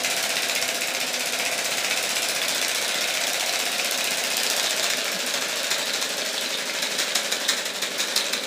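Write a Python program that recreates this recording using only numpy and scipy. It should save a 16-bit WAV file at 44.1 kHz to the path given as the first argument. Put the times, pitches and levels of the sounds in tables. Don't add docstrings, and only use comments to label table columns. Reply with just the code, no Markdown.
import sys
import numpy as np
from scipy import signal
from scipy.fft import rfft, irfft
from scipy.io import wavfile

SR = 44100
rng = np.random.default_rng(int(sys.argv[2]) if len(sys.argv) > 2 else 0)


def digitize_waveform(pressure):
    field = np.atleast_2d(pressure).T
    bounded = np.clip(field, -1, 1)
    quanta = np.round(bounded * 32767).astype(np.int16)
    wavfile.write(sys.argv[1], SR, quanta)


N = 373086
TIME = np.arange(N) / SR

# time_s, beat_rate_hz
CRANK_SPEED = [(0.0, 15.594), (0.97, 15.462), (1.37, 15.64), (2.1, 15.606), (2.67, 14.926), (2.81, 15.249),
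               (3.55, 15.686), (4.05, 15.313), (4.67, 15.233), (5.03, 13.71), (5.57, 13.55), (6.2, 12.511),
               (6.6, 12.225), (7.63, 11.894), (8.46, 11.802)]
# time_s, gain_db
FRAME_SHAKING = [(0, 1), (.5, 0), (.85, -1.5), (1.3, -1), (2.1, .5), (3.9, 0), (4.25, 1), (4.38, 1),
                 (4.62, 2), (4.87, -0.5), (5.08, 0), (5.35, 0), (5.75, 0), (7.3, -1), (7.8, -5),
                 (8.18, 0.5), (8.46, -6.5)]
# frequency_hz, gain_db
SNAP_SPECTRUM = [(100, -36), (600, -52), (1300, -27), (2600, 6.5), (4200, 6), (5200, 11.5), (6500, 7.5),
                 (9000, 6.5), (13500, 1.5), (15000, 0.5)]
KNOCK_SPECTRUM = [(100, -63), (650, 2), (1100, 1), (2300, 3), (3100, 4.5), (4200, 8.5), (5300, 9),
                  (7800, 6.5), (10000, -22), (14000, -24), (15000, -1)]
RETURN_SPECTRUM = [(100, -30), (600, -4), (1000, -8), (2400, 6), (3500, 0), (5100, 4), (5900, 0), (7000, 3),
                   (8500, -10), (13500, -16), (15000, -9)]
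FILM_SPECTRUM = [(1000, -9), (3000, -29.5), (5000, 5), (7500, -8.5), (10000, -4.5), (13500, -11.5),
                 (15000, -9)]


def amp(db):
    return 10 ** (np.asarray(db) / 20)


def unit_rms(x):
    return x / np.sqrt(np.mean(x ** 2) + 1e-20)


def curve(rows, time_s=TIME):
    times, *columns = np.transpose(rows)
    return [np.interp(time_s, times, column) for column in columns]


def at_frequency(points, hz):
    frequencies, values = np.transpose(points)
    return np.interp(np.log(hz + 1), np.log(frequencies + 1), values)


def add(mix, start_s, sound):
    part = mix[max(round(start_s * SR), 0):][:len(sound)]
    part += sound[:len(part)]


def colour(x, spectrum, size=4096):
    log_gain = np.log(amp(at_frequency(spectrum, abs(np.fft.fftfreq(size, 1 / SR)))))
    response = np.fft.ifft(np.exp(signal.hilbert(log_gain).conj())).real[:size // 2]
    return signal.oaconvolve(x, response / np.linalg.norm(response))[:N]


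def drift(rate_hz):
    rolloff = 1 + (np.fft.rfftfreq(N, 1 / SR) / rate_hz) ** 4
    return unit_rms(irfft(rfft(rng.standard_normal(N)) / rolloff, N))


def grains(per_s, spread_db):
    size = amp(spread_db * np.minimum(rng.exponential(1, N), 3))
    return unit_rms(size * rng.choice([-1, 1], N) * (rng.random(N) < per_s / SR))


def slowness(time_s=TIME):
    rates = np.transpose(CRANK_SPEED)[1]
    return (rates.max() - curve(CRANK_SPEED, time_s)[0]) / np.ptp(rates)


def looseness(time_s=TIME, let_go_s=2.2, loosening_s=.49):
    return np.clip((time_s - let_go_s) / loosening_s, 0, 1)


def room(x):
    # frequency_hz, t60_s
    decay_times = [(150, 0.21), (600, 0.55), (2000, 0.45), (5000, 0.2), (10000, 0.32), (15000, 0.2)]
    build_up = 1 - np.exp(-TIME[:SR] / .004)
    reflections = rng.choice([-1., 1.], SR) * (rng.random(SR) < 4000 / SR) * build_up
    hz, t, bands = signal.stft(reflections, SR, nperseg=256)
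    decay = amp(-60 * t / at_frequency(decay_times, hz)[:, None])
    tail = signal.istft(bands * decay, SR, nperseg=256)[1]
    return signal.fftconvolve(x, tail / np.linalg.norm(tail))[:N]


def shifting_room(x, rate_hz, count=4):
    aim = np.array([drift(rate_hz) for _ in range(count)])
    return sum(room(x * share) for share in aim / np.linalg.norm(aim, axis=0))


def handling_thumps():
    # start_s, pitch_hz, level_db, length_s
    thumps = [(5.12, 190, -38, .075), (5.205, 250, -40, .075)]
    out = np.zeros(N)
    for start_s, hz, db, length_s in thumps:
        t = np.arange(round(length_s * SR)) / SR
        envelope = np.sin(np.pi * t / length_s) ** 2
        add(out, start_s, amp(db) * np.sqrt(2) * np.sin(2 * np.pi * hz * t) * envelope)
    return out


def stirred_air(turns, peak_cycles=.38, depth_db=4):
    # frequency_hz, gain_db
    air_spectrum = [(20, -1), (50, 12), (85, -29), (110, -35), (150, 1.5), (200, 0.5), (260, 6), (360, 1),
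                    (430, 5), (560, 7.5), (900, -2), (1500, -5), (4000, -61)]
    swell = unit_rms(amp(depth_db * np.cos(2 * np.pi * (2 * turns - peak_cycles))))
    return amp(-41.5) * unit_rms(colour(rng.standard_normal(N), air_spectrum)) * swell


def frame_drone(slow_change_db=4.5):
    # pitch_hz, width_hz, level_db
    frame_modes = [(206.8, 43, -56.5), (254.7, 30, -54.5), (313.2, 37, -57.5)]
    out = np.zeros(N)
    for hz, width_hz, db in frame_modes:
        envelope = drift(width_hz / 2) + 1j * drift(width_hz / 2)
        out += amp(db) * (np.exp(2j * np.pi * hz * TIME) * envelope).real
    return amp(slow_change_db * slowness()) * out


def rotor_hum(turns, rotor_turns_per_beat=8):
    # time_s, fundamental_db, octave_db
    hum_levels = [(0, -55, -57), (.5, -60, -56), (.75, -63, -49.5), (1.3, -67, -51), (1.55, -58, -66),
                  (2.8, -59, -60), (3.3, -77, -63), (4.2, -68, -50.5), (5.2, -73, -74)]
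    angle = rotor_turns_per_beat * (2 * np.pi * turns + .025 * drift(rate_hz=3))
    fundamental_db, octave_db = curve(hum_levels)
    return np.sqrt(2) * (amp(fundamental_db) * np.sin(angle) + amp(octave_db) * np.sin(2 * angle))


def gear_tones(turns, slow_change_db=-2):
    # multiple_of_beat_rate, level_db, loose_change_db
    lines = [(32, -51, -9), (33, -49.5, -5), (34.4, -57, 6), (40.1, -52, -3), (42.35, -47, -5),
             (44.3, -44.5, -4), (48.3, -46.5, -4)]
    tones = np.zeros(N)
    for multiple, db, loose_change_db in lines:
        gain = amp(db + loose_change_db * looseness() + 1.5 * drift(rate_hz=2))
        tones += gain * np.sin(2 * np.pi * multiple * turns + .6 * drift(rate_hz=5))
    return np.sqrt(2) * amp(slow_change_db * slowness()) * tones


def gear_whir(turns, load_peak_turns=.85):
    # harmonic_number, level_db
    harmonics = [(1, -40.5), (2, -52.5), (3, -53), (4, -46.5)]
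    slow = slowness()
    mean_hz = 632 - 52 * slow
    load_angle = 2 * np.pi * (turns - load_peak_turns)
    load = np.cos(load_angle) + .1 * np.cos(3 * load_angle)
    waver = .012 * drift(rate_hz=25)
    sag = (.16 - .095 * slow) * load * (1 + .15 * drift(rate_hz=10))
    teeth = np.cumsum(mean_hz * (1 - sag + waver)) / SR
    whir = sum(amp(db) * np.sqrt(2) * np.sin(2 * np.pi * k * teeth) for k, db in harmonics)
    gain_db = -1.5 - 4.5 * slow - 4 * (1 - looseness()) - 2 * load
    roughness = 1 + .71 * drift(rate_hz=60)
    return amp(gain_db) * whir * roughness


def ring(x, modes):
    t = TIME[:SR // 8]
    response = sum(amp(db) * unit_rms(amp(-60 * t / t60_s) * np.sin(2 * np.pi * hz * t))
                   for hz, db, t60_s in modes)
    return signal.oaconvolve(x, response / np.sqrt(len(t)))[:N]


def links(x, detuning=.04, count=5):
    # pitch_hz, level_db, t60_s
    link_modes = [(2220, -13, .018), (2420, -10, .022), (2560, -8, .028), (2720, -12, .02)]
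    weights = np.array([drift(rate_hz=20) ** 3 for _ in range(count)])
    tunings = 1 + detuning * np.linspace(-1, 1, count)
    return sum(ring(x * share, [(hz * tuning, db, t60_s) for hz, db, t60_s in link_modes])
               for tuning, share in zip(tunings, weights / np.linalg.norm(weights, axis=0)))


def settling(turns, rise_turns, fall_db):
    place = turns % 1
    floor = amp(-fall_db)
    shaken = floor + (1 - floor) * np.tanh((place / rise_turns) ** 2)
    return unit_rms(shaken * amp(-fall_db * place ** 2))


def rattle(turns):
    # frequency_hz, gain_db
    joint_spectrum = [(150, -44), (400, 1.5), (900, -1), (1230, -3), (1450, 3.5), (1750, 5), (2100, -0.5),
                      (2500, 3.5), (3000, 2), (3700, 5.5), (4550, 3), (5200, 2), (7000, -1.5),
                      (11000, -15.5)]
    buzz_spectrum = [(1500, -33.5), (2000, 3), (2450, 0.5), (2900, -10), (3400, -15.5), (4000, -3.5),
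                     (4700, -21), (8000, -3.5), (12000, -25.5)]
    # time_s, gain_db
    upper_levels = [(0, -34), (.6, -34.5), (2.1, -32.5), (4.1, -36.5), (5.1, -42), (6.3, -38.5), (6.9, -36),
                    (8.46, -40)]
    joints = amp(-30.5) * colour(grains(per_s=2500, spread_db=2.5), joint_spectrum)
    joints *= settling(turns, rise_turns=.094, fall_db=8.5)
    clinks = amp(-6.5) * links(grains(per_s=250, spread_db=2))
    buzz = amp(-3.5) * colour(grains(per_s=900, spread_db=1.5), buzz_spectrum)
    upper = amp(curve(upper_levels)[0]) * (buzz + clinks) * settling(turns, rise_turns=.14, fall_db=36)
    film = amp(-36.5 - 8.5 * np.sqrt(slowness())) * colour(grains(per_s=1000, spread_db=2), FILM_SPECTRUM)
    film *= settling(turns, rise_turns=.1, fall_db=16)
    return amp(curve(FRAME_SHAKING)[0]) * (joints + upper + film)


def strike(contacts, spectrum, scuff_s):
    t, out = TIME[:SR // 100], np.zeros(N)
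    for start_s, db in contacts:
        hit = colour(rng.choice([-1, 1], len(t)) * np.exp(-t / scuff_s), spectrum)
        add(out, start_s, amp(db) * hit / np.linalg.norm(hit))
    return out


def pings(tick_db=-3):
    # start_s, pitch_hz, level_db, t60_s
    pins = [(1.719, 4080, -9, .04), (2.417, 3440, -2, .035), (2.482, 3500, -3, .035),
            (2.548, 3520, -2, .03), (2.615, 3450, 0, 0.036), (2.748, 3440, -5, .03), (2.879, 3500, -8, .03),
            (2.944, 3420, -1, 0.02), (3.008, 3440, -5, .03), (3.016, 5500, -4, .04),
            (3.14, 3490, -5, 0.038), (3.173, 2400, -7, 0.032), (3.269, 3405, -6, .025),
            (3.398, 3440, -5, 0.016), (3.494, 4110, -1, 0.064), (3.797, 2550, -2, 0.037),
            (3.948, 3690, -5, 0.048), (4.01, 2560, -3, .035)]
    t, out = TIME[:SR // 8], np.zeros(N)
    for start_s, hz, db, t60_s in pins:
        tone = amp(-60 * t / t60_s) * np.sin(2 * np.pi * hz * t)
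        add(out, start_s, amp(db) * tone / np.linalg.norm(tone))
    ticks = [(start_s, db + tick_db) for start_s, _, db, _ in pins]
    return out + strike(ticks, RETURN_SPECTRUM, scuff_s=.00039)


def hard_contacts():
    # start_s, level_db
    snaps = [(.5525, -1), (2.6815, -1), (3.3325, -2), (3.718, -6), (3.783, -13), (3.847, -5), (3.9107, 0.5),
             (4.1085, -3), (4.369, -0.5), (4.434, -1)]
    knocks = [(.5598, -6), (.625, 3.5), (.6893, -2), (.8192, -2), (2.581, -1), (2.6485, -1), (2.7152, -4),
              (2.8483, -13), (3.173, -4), (3.2388, -1), (3.4943, -5), (3.5585, -2), (4.4657, 0),
              (4.5978, 2), (4.7085, 1), (4.7967, 1), (4.8425, 0), (4.866, -10), (4.9354, 2)]
    clacks = [(5.341, -16), (5.7447, -6), (6.0268, -0.5), (6.9885, -2), (7.001, -1), (7.153, -2),
              (7.157, 2.5), (7.324, 3), (7.49, 5), (7.4955, -6), (8.004, -1), (8.163, 5), (8.177, 5),
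              (8.266, -5)]
    # frequency_hz, gain_db
    clack_spectrum = [(100, -38), (1000, -6), (2800, -19), (3800, 9.5), (5500, 3), (6800, 0), (9000, -5),
                      (11000, -13), (15000, -17)]
    return (strike(snaps, SNAP_SPECTRUM, scuff_s=.0014)
            + strike(knocks, KNOCK_SPECTRUM, scuff_s=.00083)
            + strike(clacks, clack_spectrum, scuff_s=.00088))


def wing_clashes(crack_s=.0075, lead_s=.003, shudder_db=-12, shudder_lengths=2.2):
    # start_s, level_db, length_s, rise_s, crack_db
    clashes = [(4.827, -25, 0.031, .001, -33), (4.9, -20, .008, .001, -28), (5.338, -21, 0.007, .001, -35),
               (5.709, -21.5, .017, 0.0012, -28), (5.934, -23.5, 0.01, 0.0011, -31),
               (6.015, -22.5, 0.0072, 0.0012, -33), (6.824, -21.5, 0.0063, .001, -20.5),
               (6.983, -24, .042, 0.0013, -29), (7.153, -19.5, 0.013, 0.00071, -21),
               (7.315, -23.5, 0.017, 0.0022, -25), (7.485, -20.5, 0.025, .001, -20),
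               (7.57, -30, 0.039, .002, -29), (7.654, -25.5, 0.012, 0.0022, -27),
               (7.759, -28, .009, 0.0012, -41), (7.822, -24, 0.018, .001, -22),
               (7.983, -22.5, 0.037, 0.012, -25), (8.161, -22.5, 0.019, .004, -17.5),
               (8.33, -19, .01, 0.0025, -24), (8.437, -22.5, .006, 0.0012, -37)]
    # frequency_hz, gain_db
    scrape_spectrum = [(100, -60), (500, -7.5), (1100, -6.5), (1750, 3), (2400, -0.5), (3000, -5.5),
                       (3600, 4.5), (4150, 6), (4550, -10), (5200, 1.5), (6000, -4.5), (7000, 0),
                       (9000, -10.5), (13000, -20), (15000, -12)]
    force, crack, t = np.zeros(N), np.zeros(N), TIME[:SR // 2]
    for start_s, db, length_s, rise_s, crack_db in clashes:
        contact = np.exp(-(t / length_s) ** 2)
        shudder = amp(shudder_db) * np.exp(-(t / (shudder_lengths * length_s)) ** 2)
        add(force, start_s, amp(db) * (contact + shudder) * (1 - np.exp(-t / rise_s)))
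        add(crack, start_s - lead_s, amp(crack_db) * np.exp(-t / crack_s))
    scrapes = colour(grains(per_s=3500, spread_db=1.5) * force, scrape_spectrum)
    return scrapes + colour(grains(per_s=3800, spread_db=6.5), FILM_SPECTRUM) * crack


def blow(turns, spectrum, place_turns, level_db, loose_change_db, slow_change_db, scuff_s):
    scatter_db, jitter_s = 1.77, .0005
    starts = TIME[1:][np.diff(np.floor(turns - place_turns)) > 0]
    softening = slowness(starts) ** 1.9
    levels = level_db + loose_change_db * looseness(starts) + slow_change_db * softening
    t, out = TIME[:600], np.zeros(N)
    for start_s, db in zip(starts, levels + curve(FRAME_SHAKING, starts)[0]):
        harder, later = rng.standard_normal(2)
        scuff = rng.standard_normal(len(t)) * np.exp(-t / scuff_s)
        scuff *= np.sqrt(.002 * SR) / np.linalg.norm(scuff)
        add(out, start_s + jitter_s * later, amp(db + scatter_db * harder) * scuff)
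    return colour(out, spectrum)


def wing_linkage(turns):
    # place_turns, level_db, loose_change_db, slow_change_db, scuff_s
    beat_blows = [(-.03, -28, -2.5, -10, 0.0014), (.012, -23, 0, -6, 0.0022), (.165, -22, -3.5, -2, 0.0018),
                  (0.501, -32, 7, -3, 0.00078), (.61, -35, 7.5, 4, 0.0018)]
    # frequency_hz, gain_db
    rebound_spectrum = [(100, -15), (700, -12), (1100, -32), (2300, -13), (3000, 9), (3700, 16), (4800, 10),
                        (5800, -15), (7500, 1), (15000, -23)]
    spectra = (SNAP_SPECTRUM, SNAP_SPECTRUM, KNOCK_SPECTRUM, RETURN_SPECTRUM, rebound_spectrum)
    blows = sum(blow(turns, spectrum, *row) for spectrum, row in zip(spectra, beat_blows))
    knock_count = np.floor(turns - beat_blows[2][0])
    taps = np.diff(knock_count, prepend=knock_count[0]) * amp(-1 - 3 * looseness() - 8 * slowness())
    return blows + links(taps + amp(-12) * blows)


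def scene(phase_lag_turns=.567):
    turns = np.cumsum(curve(CRANK_SPEED)[0]) / SR - phase_lag_turns
    knocks, chatter, whir = wing_linkage(turns), rattle(turns), gear_whir(turns)
    clashes = wing_clashes()
    accents = hard_contacts() + pings()
    direct = knocks + amp(-1.5) * chatter + amp(-3) * whir + clashes + accents
    echo = shifting_room(amp(-.5) * knocks + amp(-3) * chatter + amp(-3.5) * clashes, rate_hz=55)
    echo += shifting_room(amp(-3) * whir + amp(-6) * accents, rate_hz=5)
    hum = gear_tones(turns) + rotor_hum(turns) + frame_drone()
    return (direct + echo + hum + stirred_air(turns) + handling_thumps())[None]


def record(dry, low_hz=120, high_hz=15350):
    high_pass = signal.butter(4, low_hz, btype="high", fs=SR, output="sos")
    low_pass = signal.firwin(801, high_hz, window=("kaiser", 9), fs=SR)
    return signal.oaconvolve(signal.sosfilt(high_pass, dry), low_pass[None], "same")


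dry = scene()
out = record(dry)
digitize_waveform(out)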